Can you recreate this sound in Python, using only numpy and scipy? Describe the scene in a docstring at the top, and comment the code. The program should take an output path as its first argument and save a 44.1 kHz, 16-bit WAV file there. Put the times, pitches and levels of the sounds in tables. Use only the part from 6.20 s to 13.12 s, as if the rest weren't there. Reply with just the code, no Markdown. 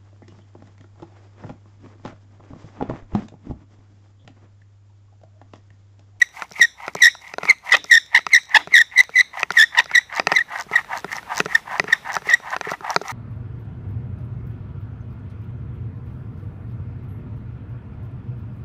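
"""A bow drill in a forest clearing, over a faint hum. A lone squeal opens it, the tip grabbing a swinging
spindle. Then the bow saws to and fro five strokes a second: grit clicks rasp in the socket, and squeals near
1.9 kHz, some with chatter, come often until 3.8 s. Wood knocks ring, mostly at the turns; the cord gives puffs
of treble. Trees send back a short bright echo throughout. The background noise rises after 4 s, when squeals
are rarer; the last squeal comes at 6.1 s, and rasping and knocks carry on to the end."""
import sys
import numpy as np
from scipy import signal
from scipy.fft import rfft, irfft, next_fast_len
from scipy.io import wavfile
from scipy.ndimage import uniform_filter1d, minimum_filter1d

SR = 44100
rng = np.random.default_rng(int(sys.argv[2]) if len(sys.argv) > 2 else 0)


def store_wav(level_fs):
    """Save 16-bit WAV to argv[1]."""
    pcm = np.round(np.clip(np.atleast_2d(level_fs), -1, 1) * 32767)
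    wavfile.write(sys.argv[1], SR, pcm.T.astype(np.int16))


def invert_db(x):
    """Field ratio 10**(x/20) for x, a level in decibels (scalar or array-like)."""
    u = np.asarray(x, float) / 20
    return 10 ** u


N = 305172  # length in samples
T = np.arange(N) / SR


def colour(x, points):
    """Shape a spectrum by (f/Hz, level/dB) points, joined by straight lines over log frequency."""
    hz, db = np.transpose(points)
    size = next_fast_len(len(x))
    f = np.arange(size // 2 + 1) * SR / size + 1
    gain = invert_db(np.interp(np.log(f), np.log(hz), db))
    return irfft(rfft(x, size) * gain, size)[:len(x)]


def unit(x):
    """Scale a sound to rms 1."""
    return x / np.sqrt(np.mean(x ** 2))


def walk(rate):
    """A random wandering: levels held 1 / rate s and smoothed twice; spread near 1."""
    k = int(SR / rate)
    held = np.repeat(rng.standard_normal(N // k + 1), k)
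    return 1.345 * uniform_filter1d(uniform_filter1d(held, k), k)[:N]


def band(x, hz, width):
    """A resonance applied twice, so that little is left on either side of it; rms 1."""
    peak = signal.iirpeak(hz, hz / width, fs=SR)
    return unit(signal.lfilter(*peak, signal.lfilter(*peak, x)))


def shake(x):
    """A small board radiates little low sound."""
    return signal.sosfilt(signal.butter(6, 520, "high", fs=SR, output="sos"), x)


def add(out, s, sound):
    """Mix a sound in at s seconds."""
    i = int(s * SR)
    out[i:i + len(sound)] += sound[:len(out) - i]


# colour of the outdoor wash: (f/Hz, relative level/dB)
WASH_COLOUR = [(20, -57), (40, -13), (80, -18.5), (150, -17), (320, -25.5), (900, -23), (2500, -28.5),
               (6000, -42), (15000, -46)]
# loudness of the wash over time: (t/s, level/dB)
WASH_LEVEL = [(0, -58.5), (2, -59), (3.8, -55.5), (4.6, -49), (6.92, -50.5)]
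# low distant tones: (f/Hz, level/dB before wavering)
HUM_TONES = [(65, -62), (97, -63)]


def air():
    """Faint outdoor wash of coloured noise, and a low hum of sines wavering in level and phase."""
    swell = invert_db(1.2 * walk(4))
    wash = unit(colour(rng.standard_normal(N), WASH_COLOUR)) * swell
    hum = np.zeros(N)
    for hz, db in HUM_TONES:
        waver_db, drift = 2 * walk(6), .8 * walk(4)
        hum += invert_db(db + waver_db) * np.sin(2 * np.pi * hz * T + drift)
    return invert_db(np.interp(T, *np.transpose(WASH_LEVEL))) * wash + hum


# colour of what the trees send back: (f/Hz, gain/dB)
TREE_COLOUR = [(300, 9), (1000, -20), (1900, -14.5), (3000, -8), (3750, 3.5), (4500, -6), (5100, -3),
               (5800, 2), (6800, -3), (8000, -1.5), (14000, -9.5)]
ECHO_DB, ECHO_T60_S, ECHO_FADE_IN_S = -21.5, 0.35, 0.0076


def trees(x):
    """Scattered trunks return a decaying, treble-rich echo: the sound convolved with fading noise."""
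    t = T[:SR]
    tail = rng.standard_normal(SR) * 1000. ** (-t / ECHO_T60_S) * np.clip(t / ECHO_FADE_IN_S, 0, 1)
    tail = colour(tail / np.sqrt(np.sum(tail ** 2)), TREE_COLOUR)
    # fast random flutter blurs the echo of every tone into a breathy band
    fluttered = x * (1 + 1.3 * walk(900))
    return invert_db(ECHO_DB) * signal.fftconvolve(fluttered, tail)[:N]


# the cord creeps over the spindle in even runs:
# (t/s of loudest tick, level/dB before colour and boost, gap/ms, loss/dB per tick before it, and after it)
CREEPS = [(0.3208, -27.5, 13.4, 6.5, 7.1), (0.7503, -16.5, 14.4, 24, 15), (1.642, -22.5, 13.5, 30, 12),
          (2.836, -23, 14, 12, 30), (3.1955, -21.5, 11, 28, 4.9), (3.9619, -20.5, 10.2, 7.5, 3),
          (4.4102, -19, 11.6, 3, 9), (4.7741, -19.5, 9.8, 13, 4.5), (4.928, -22.5, 8.2, 14, 30),
          (4.9661, -24, 9, 6, 30), (5.1791, -11.5, 9.8, 4.5, 4), (5.9523, -14.5, 10.6, 4, 30),
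          (6.3042, -28.5, 9.7, 30, 7.5), (6.5131, -19, 8.8, 7, 30)]
# lone ticks: (t/s, level/dB before colour and boost)
LONE_TICKS = [(0.1979, -33), (0.6652, -31), (1.0793, -33.5), (1.5126, -24), (1.5674, -15), (3.32, -18),
              (3.6063, -22.5), (3.6418, -27), (4.1524, -26), (5.2515, -28), (5.581, -29), (5.7243, -20),
              (6.1, -16.5), (6.704, -16.5), (6.7442, -22), (6.818, -27.5), (6.8816, -21)]
# colour of every tick: (f/Hz, gain/dB before the boost)
TICK_COLOUR = [(1500, -14.5), (3500, -9), (5800, -3.5), (7500, -13.5), (10000, -29.5), (16000, -20)]


def cord():
    """Puffs of treble noise that peak after 0.6 ms: runs, lone ticks and faint ones at random."""
    out = np.zeros(N)
    ticks = []
    for s, db, gap_ms, before, after in CREEPS:
        for k in range(-3, 4):
            loss_db = abs(k) * (before if k < 0 else after)
            ticks.append((s + k * gap_ms / 1000, db - loss_db))
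    ticks += LONE_TICKS
    # faint ticks, 0 to 8 dB above the faintest
    ticks += [(s * N / SR, -42 + 8 * size) for s, size in rng.random((40, 2))]
    rise = T[:200] / .0006
    puffs = rng.standard_normal((len(ticks), 200)) * rise * np.exp(1 - rise)
    for (s, db), puff in zip(ticks, puffs):
        add(out, s, invert_db(db) * puff)
    return invert_db(7.5) * colour(out, TICK_COLOUR)


# modes of the struck bow and spindle: (f/Hz before detuning, level/dB before each blow's tilt, t60/s)
BODY = [(168.5, -5, 0.04), (416.6, -1.5, 0.044), (580, -8, 0.024), (719, -1, 0.013), (974, -5.5, 0.015),
        (1341, -1.5, 0.017), (1870, -2.5, 0.018), (2484, -3, 0.011), (3910, 3.5, 0.0046),
        (4815, 1.5, 0.006), (5930, -5.5, 0.01), (7670, -10.5, 0.0043), (10430, -17, 0.006)]


def ring(db, chance):
    """One blow into the modes of the wood, peak 1; where it lands sets each one's strength, pitch and phase."""
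    t = T[:4096]
    spot_db, detune, phase = (chance * [2.5, .03, 1.2]).T
    hz, mode_db, t60 = np.transpose(BODY)[:, :, None]
    swing = np.sin(2 * np.pi * hz * (1 + detune[:, None]) * t + phase[:, None])
    fading = swing * 1000. ** (-t / t60)
    y = invert_db(mode_db[:, 0] + db + spot_db) @ fading
    # the contact takes a moment to build
    y = y * (1 - np.exp(-(t / .0004) ** 2))
    return y / np.abs(y).max()


# wood on wood, mostly at the turns: (t/s, peak level/dB before the bass cut, thud/dB, snap/dB)
KNOCKS = [(0.2209, -9, -26, 0), (0.3138, -28, 4, -18), (0.3951, -17.5, -5, -0.5), (0.6796, -9.5, -12.5, 0),
          (0.7523, -10.5, -5, -28), (0.95, -25.5, -40, -11), (1.1383, -16.5, -16, 2),
          (1.1832, -11, -16, -17), (1.2323, -10, -10, -2.5), (1.253, -10.5, -17, -1), (1.289, -16, -8, -3),
          (1.645, -29, -8, -10), (1.99, -16.5, -24, 2), (2.066, -6.5, -18.5, -0.5), (2.473, -20, -4, -4),
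          (2.5181, -28, -1, -5), (2.8931, -23.5, -1.5, -2), (3.2309, 0, -23, 5), (3.3051, -7.5, -15, -15),
          (3.5987, -2.5, -21, 7), (3.6577, -23.5, -12, -1), (3.7136, -13, -16.5, -5.5),
          (3.997, -0.5, -22, 2), (4.07, -1, -15, 2.5), (4.1181, -0.5, -28, -0.5), (4.1231, -5.5, -5, 7.5),
          (4.4661, -29.5, 8, -8), (4.5135, -18, -2.5, -11), (4.6457, -28, -26, -5),
          (4.8446, -13, -5.5, -10), (5.0294, -26, -14, -9), (5.2021, -0.5, -16, 1),
          (5.2585, -9.5, -2.5, -4), (5.597, 1.5, -15.5, 3), (5.641, -15.5, -2.5, -4),
          (5.6843, -21, -3, -11), (5.966, -4, -15.5, -5.5), (6.0202, -27.5, 0, -1),
          (6.071, -19.5, -1, -5.5), (6.2, -27, -18, -13), (6.3644, -8.5, -20, -2.5), (6.4111, -8, -13, -1),
          (6.471, -17.5, 15, 4), (6.5174, -8, -13, -18), (6.6075, -22.5, -6, -19), (6.7622, 1, -16.5, -10),
          (6.8141, -16, -5, -13)]


def knocks():
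    """Every blow rings the same modes of the wood, with its own weight, snap and edge."""
    out = np.zeros(N)
    chance = rng.standard_normal((len(KNOCKS), len(BODY), 3))
    octaves = np.log2(np.array(BODY)[:, 0] / 1000)  # above 1 kHz
    for (s, db, thud_db, snap_db), c in zip(KNOCKS, chance):
        edge_db = -7 + 0.4 * snap_db  # the top modes follow the snap
        tilt = np.interp(octaves, [-1.2, -.4, .4, .9, 1.4, 1.9], [thud_db, 0, 0, snap_db, snap_db, edge_db])
        add(out, s, invert_db(db) * ring(tilt, c))
    # thin sticks move little air in the deep bass
    return signal.sosfilt(signal.butter(2, 140, "high", fs=SR, output="sos"), out)


def resonate(x, peaks):
    """Sum of (f/Hz, width/Hz, level/dB) resonances, each coming and going in patches of its own."""
    out = np.zeros(N)
    for hz, width, db in peaks:
        patch_db = 3.5 * np.tanh(walk(150))
        out += invert_db(db + patch_db) * band(x, hz, width)
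    return out


def arch(t, start, end, rise, fall):
    """Smooth rise to 1 about start and fall about end."""
    return .25 * (1 + np.tanh((t - start) / rise / 2)) * (1 - np.tanh((t - end) / fall / 2))


# bow strokes at full speed, pull and push in turn: (start t/s, end t/s, rasp level/dB before flutter)
STROKES = [(0.0, 0.029, -45.5), (0.155, 0.249, -39.5), (0.362, 0.455, -43), (0.6, 0.704, -37.5),
           (0.781, 0.895, -45.5), (1.022, 1.128, -45.5), (1.225, 1.325, -36.5), (1.466, 1.572, -30),
           (1.701, 1.784, -45.5), (1.929, 1.998, -35.5), (2.111, 2.195, -47), (2.318, 2.416, -31.5),
           (2.515, 2.63, -47.5), (2.739, 2.836, -40.5), (2.946, 3.024, -47), (3.15, 3.241, -31.5),
           (3.338, 3.445, -38.5), (3.538, 3.623, -32), (3.708, 3.804, -41), (3.925, 4.008, -29.5),
           (4.083, 4.211, -37.5), (4.313, 4.413, -28), (4.516, 4.605, -34), (4.705, 4.788, -28),
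           (4.899, 4.985, -37), (5.103, 5.209, -26), (5.291, 5.387, -37.5), (5.486, 5.59, -29),
           (5.679, 5.767, -37), (5.86, 5.979, -30), (6.063, 6.159, -40), (6.253, 6.364, -30),
           (6.453, 6.549, -33.5), (6.651, 6.744, -28.5), (6.856, 6.94, -34)]
# board under the rubbing tip: (f/Hz, width/Hz of one filter pass, relative level/dB)
BOARD = [(802, 145, 16), (947, 405, 29.5), (1193, 220, 20), (1510, 240, 20), (2480, 370, 11.5)]
# how bite and hiss vary from stroke to stroke, the bite pitch drifting lower: (t/s, bite level/dB on the pull,
# on the push, bite f/Hz on the pull, dry hiss level/dB on the pull); bite: the squeal mode under the rasp
BITE_AND_HISS = [(0, -29.5, -40, 2160, -46), (1.05, -29.5, -41.5, 2150, -50.5),
                 (1.6, -33, -24.5, 2040, -43), (2.8, -34, -30.5, 2060, -55), (3.3, -29, -31.5, 2020, -45),
                 (3.6, -28.5, -29, 1936, -53), (4.2, -30, -30, 1930, -48), (4.8, -31, -32, 1887, -43),
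                 (5.3, -31, -37, 1870, -44.5), (5.6, -31.5, -37, 1870, -50), (6.1, -31.5, -36.5, 1892, -48),
                 (6.4, -30, -37.5, 1870, -48.5), (6.9, -35, -40, 1904, -43)]
# a higher board mode on the pull: (f/Hz, width/Hz of one filter pass, level/dB over the rasp)
PULL_RING = (1293, 290, -4.5)
# colour of the dry hiss, and of the grit in the squeal: (f/Hz, relative level/dB)
HISS_COLOUR = [(1500, -2.5), (3000, 6), (6000, 10), (8500, 1), (12000, -0.5), (15000, -4)]
RISE_S, FALL_S, HISS_EDGE_S = 0.013, 0.0069, 0.017  # how gradually a stroke starts and stops
BITE_WIDTH_HZ, PUSH_HZ, PUSH_HISS_DB = 440, -93, -4  # width of one filter pass; shifts on the push


def rasp():
    """Dense uneven grit clicks ring the board in patches as the spindle turns; every stroke swells and stops."""
    clicks = (rng.random(N) < 3000 / SR) * rng.standard_normal(N)  # about 3000 a second
    grit = clicks * invert_db(1.8 * rng.exponential(size=N))
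    grit = grit * invert_db(3 * np.tanh(walk(110)))
    level, hiss_level, bite = np.zeros((3, N))
    course = np.array(BITE_AND_HISS).T
    for k, (start, end, db) in enumerate(STROKES):
        push = k % 2
        pull_db, push_db, bite_hz, hiss_db = (np.interp(start, course[0], v) for v in course[1:])
        near = slice(max(int((start - .15) * SR), 0), int((end + .15) * SR))
        speed = arch(T[near], start, end, RISE_S, FALL_S)
        level[near] += invert_db(db) * speed
        hiss_speed = arch(T[near], start, end, HISS_EDGE_S, HISS_EDGE_S)
        hiss_level[near] += invert_db(hiss_db + push * PUSH_HISS_DB) * hiss_speed
        bite_db = push_db if push else pull_db
        bite[near] += invert_db(bite_db) * speed * band(grit[near], bite_hz + push * PUSH_HZ, BITE_WIDTH_HZ)
        if not push:
            hz, width, over_db = PULL_RING
            bite[near] += invert_db(db + over_db) * speed * band(grit[near], hz, width)
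    flicker = invert_db(2.5 * walk(150) + 1.5 * walk(30))
    hiss = unit(colour(rng.standard_normal(N) * flicker, HISS_COLOUR))
    board = unit(shake(resonate(grit, BOARD))) * invert_db(3.5 * np.tanh(walk(90)))
    return level * board + bite * invert_db(6.34 * np.tanh(walk(120))) + hiss_level * hiss


def pushing(t):
    """1 during a push of the bow, 0 during a pull."""
    return np.searchsorted(np.array(STROKES)[1:, 0], t) % 2


# the tip grabs again and again within a stroke, before scatter: (first grab t/s, last grab t/s, grabs,
# level/dB, change/dB from first to last, change/dB mid-squeal, lowest f/Hz)
SQUEALS = [(0.0224, 0.0222, 1, -2, 0, 0, 1911), (0.4169, 0.4503, 4, -4.5, -9, 3, 1843),
           (0.825, 0.8812, 6, -2.5, -4, 2, 1885), (1.2904, 1.3097, 3, -7, 8, 5.5, 2104),
           (1.5234, 1.5511, 4, -4.5, -4.5, -3, 1898), (1.718, 1.7762, 6, -2, -2.5, -1.5, 1838),
           (1.952, 1.9764, 3, -3, -1, -0.5, 1900), (2.1377, 2.1753, 4, -4, -5.5, 1.5, 1938),
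           (2.349, 2.3697, 3, -1.5, 0, 0.5, 1737), (2.544, 2.6153, 7, -3, -5, -0.5, 1856),
           (2.7663, 2.806, 4, -8, 11, 5, 2001), (2.96, 3.0093, 6, -5, 5.5, 0, 1945),
           (3.3761, 3.4386, 6, -3, -1, 0, 1800), (3.578, 3.6017, 3, -10, -2, 8, 1818),
           (3.7567, 3.782, 3, -1.5, 0, -7, 1870), (4.168, 4.2124, 3, -8.5, -9, -1, 1880),
           (4.54, 4.585, 3, -18.5, 0, 11.5, 1850), (5.354, 5.353, 1, -2.5, 0, 0, 1830),
           (5.7317, 5.7317, 1, -2, 0, 0, 1844), (6.0972, 6.1405, 4, -7.5, 5.5, -2.5, 1870)]
# random spread from grab to grab: [level/dB, f/Hz, octave/dB, glide/Hz per ms]
GRAB_SCATTER = [1.2, 25, 2, 10]
# a grab swells for a share of the gap to the next: (pull, push); the pitch sags on the pull, rises on the push
SWELL_SHARE, GLIDE_HZ_PER_MS = (.3, .27), (-10, 25.3)
LONE_MS, LONGEST_MS, FIRST_LONGER, LAST_LONGER = 3.6, 4.5, 1.1, 1.2  # swell widths; factors at the ends
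START_HZ, END_HZ = 109.5, 30.11  # first and last grab above the lowest pitch
# the octave grows as the pitch sags and the grab strengthens
OCTAVE_DB, OCTAVE_DB_PER_HZ, MID_BRIGHT_DB, OCTAVE_PER_DB = -15, -0.0217, 3, 0.52
LEAD_S, LEAD_DB, LEAD_HZ, LEAD_MS = .014, -19, 269.7, 4.5  # whistle ahead of a squeal


def grabs():
    """Every grab of every squeal: (t/s, level/dB, swell width/ms, f/Hz, glide/Hz per ms, octave/dB)."""
    rows = []
    chance = rng.standard_normal((len(SQUEALS), 8, 4)) * GRAB_SCATTER
    for (first, last, count, db, change_db, mid_db, low), c in zip(SQUEALS, chance):
        count = int(round(count))
        several = count > 1
        c, push = c[:count], int(pushing(np.array(first)))
        place = np.linspace(-1, 1, count) * several  # -1 first grab, 1 last grab
        width_ms = SWELL_SHARE[push] * 1000 * (last - first) / (count - 1) if several else LONE_MS
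        longer = np.select([place == -1, place == 1], [FIRST_LONGER, LAST_LONGER], 1)
        width_ms = min(width_ms, LONGEST_MS) * longer
        # the pitch sags mid-squeal, where the tip bears hardest
        mid = (1 - place ** 2) * several
        pitch = low + np.where(place < 0, START_HZ, END_HZ) * place ** 2
        level_db = db + change_db * place / 2 + mid_db * mid
        octave_db = OCTAVE_DB + OCTAVE_DB_PER_HZ * (pitch - 1900) + MID_BRIGHT_DB * mid
        octave_db = octave_db + OCTAVE_PER_DB * level_db
        rows += zip(np.linspace(first, last, count), level_db + c[:, 0], width_ms, pitch + c[:, 1],
                    GLIDE_HZ_PER_MS[push] + c[:, 3], octave_db + c[:, 2])
        # on the pull, a faint high whistle slides down into a squeal of several grabs
        if several and not push:
            rows.append((first - LEAD_S, level_db[0] + LEAD_DB, LEAD_MS, low + LEAD_HZ,
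                         GLIDE_HZ_PER_MS[0], OCTAVE_DB - 4))
    return rows


# overtones above the octave: (multiple of the pitch, level/dB relative to the octave)
OVERTONES = [(3, -6), (4, -15.5), (5, -25.5), (6, -24.5), (7, -30.5), (8, -53)]
# the tip skips swings before it slips: (start t/s, end t/s, swings per slip,
# level/dB before the pulse's own gain, unevenness 0-1)
CHATTER = [(1.524, 1.542, 1.22, -15, 0.11), (1.537, 1.565, 3.05, -6.5, 0.19),
           (1.936, 1.989, 1.91, -22, 0.03), (2.352, 2.38, 2.03, -11.5, 0.21),
           (3.563, 3.605, 2, -16.5, 0.24), (2.774, 2.814, 1.9, -38, 0.09), (6.091, 6.126, 2.76, -24, 0.27)]


def squeal():
    """Stick-slip locked to a mode of the spindle: a swinging tone with overtones, and skipped slips."""
    # tiny starting values keep the weighted averages defined in silence
    swell, hz, bright_db = np.zeros(N) + 1e-9, np.zeros(N) + 1900e-9, np.zeros(N) - 20e-9
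    for s, db, width_ms, pitch, glide, octave_db in grabs():
        near = slice(max(int((s - .05) * SR), 0), int((s + 0.036) * SR))
        ms = (T[near] - s) * 1000
        bump = invert_db(db) * np.exp(-.5 * np.abs(ms / width_ms) ** 2.1)
        swell[near] += bump
        hz[near] += bump * np.clip(pitch + glide * np.clip(ms, -width_ms, width_ms), 1500, 2400)
        bright_db[near] += bump * octave_db
    waver = 1 + .018 * walk(600) + .011 * walk(260)
    hz = hz / swell * waver
    # overtones grow with the swing, and as the pitch sags
    bright_db = bright_db / swell + 3 + 14 * np.log10(swell + .02) - 150 * (waver - 1)
    phase = 2 * np.pi * np.cumsum(hz) / SR
    tone = np.sin(phase)
    # the sharper the release, the stronger every overtone; each wavers by itself
    for k, db in [(1.98, 0)] + OVERTONES:
        patchy_db = 3 * walk(260) + 2 * walk(900)
        slur = .25 * k * walk(200) + .1 * k * walk(1200)
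        tone += invert_db(bright_db + db + patchy_db) * np.cos(k * phase + slur)
    # grit between the overtones
    grit = unit(colour(rng.standard_normal(N), HISS_COLOUR))
    tone += invert_db(bright_db - 15 + 0.9 * walk(300)) * grit
    for start, end, swings, db, uneven in CHATTER:
        gate = np.interp(T, [start - .003, start, end, end + 0.0075], [0, 1, 1, 0])
        slow = phase / swings + 4 * uneven * walk(400)
        slips = np.exp(3.8 * (np.cos(slow) - 1)) * invert_db(2.2 * uneven * walk(700))
        pulses = slips * (3 + 8.1 * np.sin(phase) + 5 * uneven * walk(9000))
        tone += gate * invert_db(db) * shake(pulses)
    return swell * invert_db(1.2 * walk(350)) * tone


def scene():
    """The drill close by, its echo and the air; the piercing squeal carries furthest among the trees."""
    tone = squeal()
    wood = rasp() + knocks() + cord()
    squeal_send = invert_db(np.array([-1.5, -2])[pushing(T)])  # dB on the pull, on the push
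    echo = trees(tone * squeal_send + invert_db(-4) * wood)
    return (tone + wood + echo + air())[None]


def band_limit(x):
    """A steep low-pass at the top of the band."""
    return signal.sosfilt(signal.butter(12, 16460, fs=SR, output="sos"), x)


def record(dry):
    """The microphone drops deep bass and top; a quick limiter holds the peaks under full scale."""
    x = signal.sosfilt(signal.butter(2, 60, "high", fs=SR, output="sos"), dry)
    x = signal.sosfilt(signal.ellip(8, .5, 40, 15200, fs=SR, output="sos"), x)
    room = minimum_filter1d(np.minimum(1, 1 / (np.abs(x) + 1e-9)), size=129)
    mix = x * uniform_filter1d(room, size=65)
    return band_limit(mix)


dry = scene()
out = record(dry)
store_wav(out)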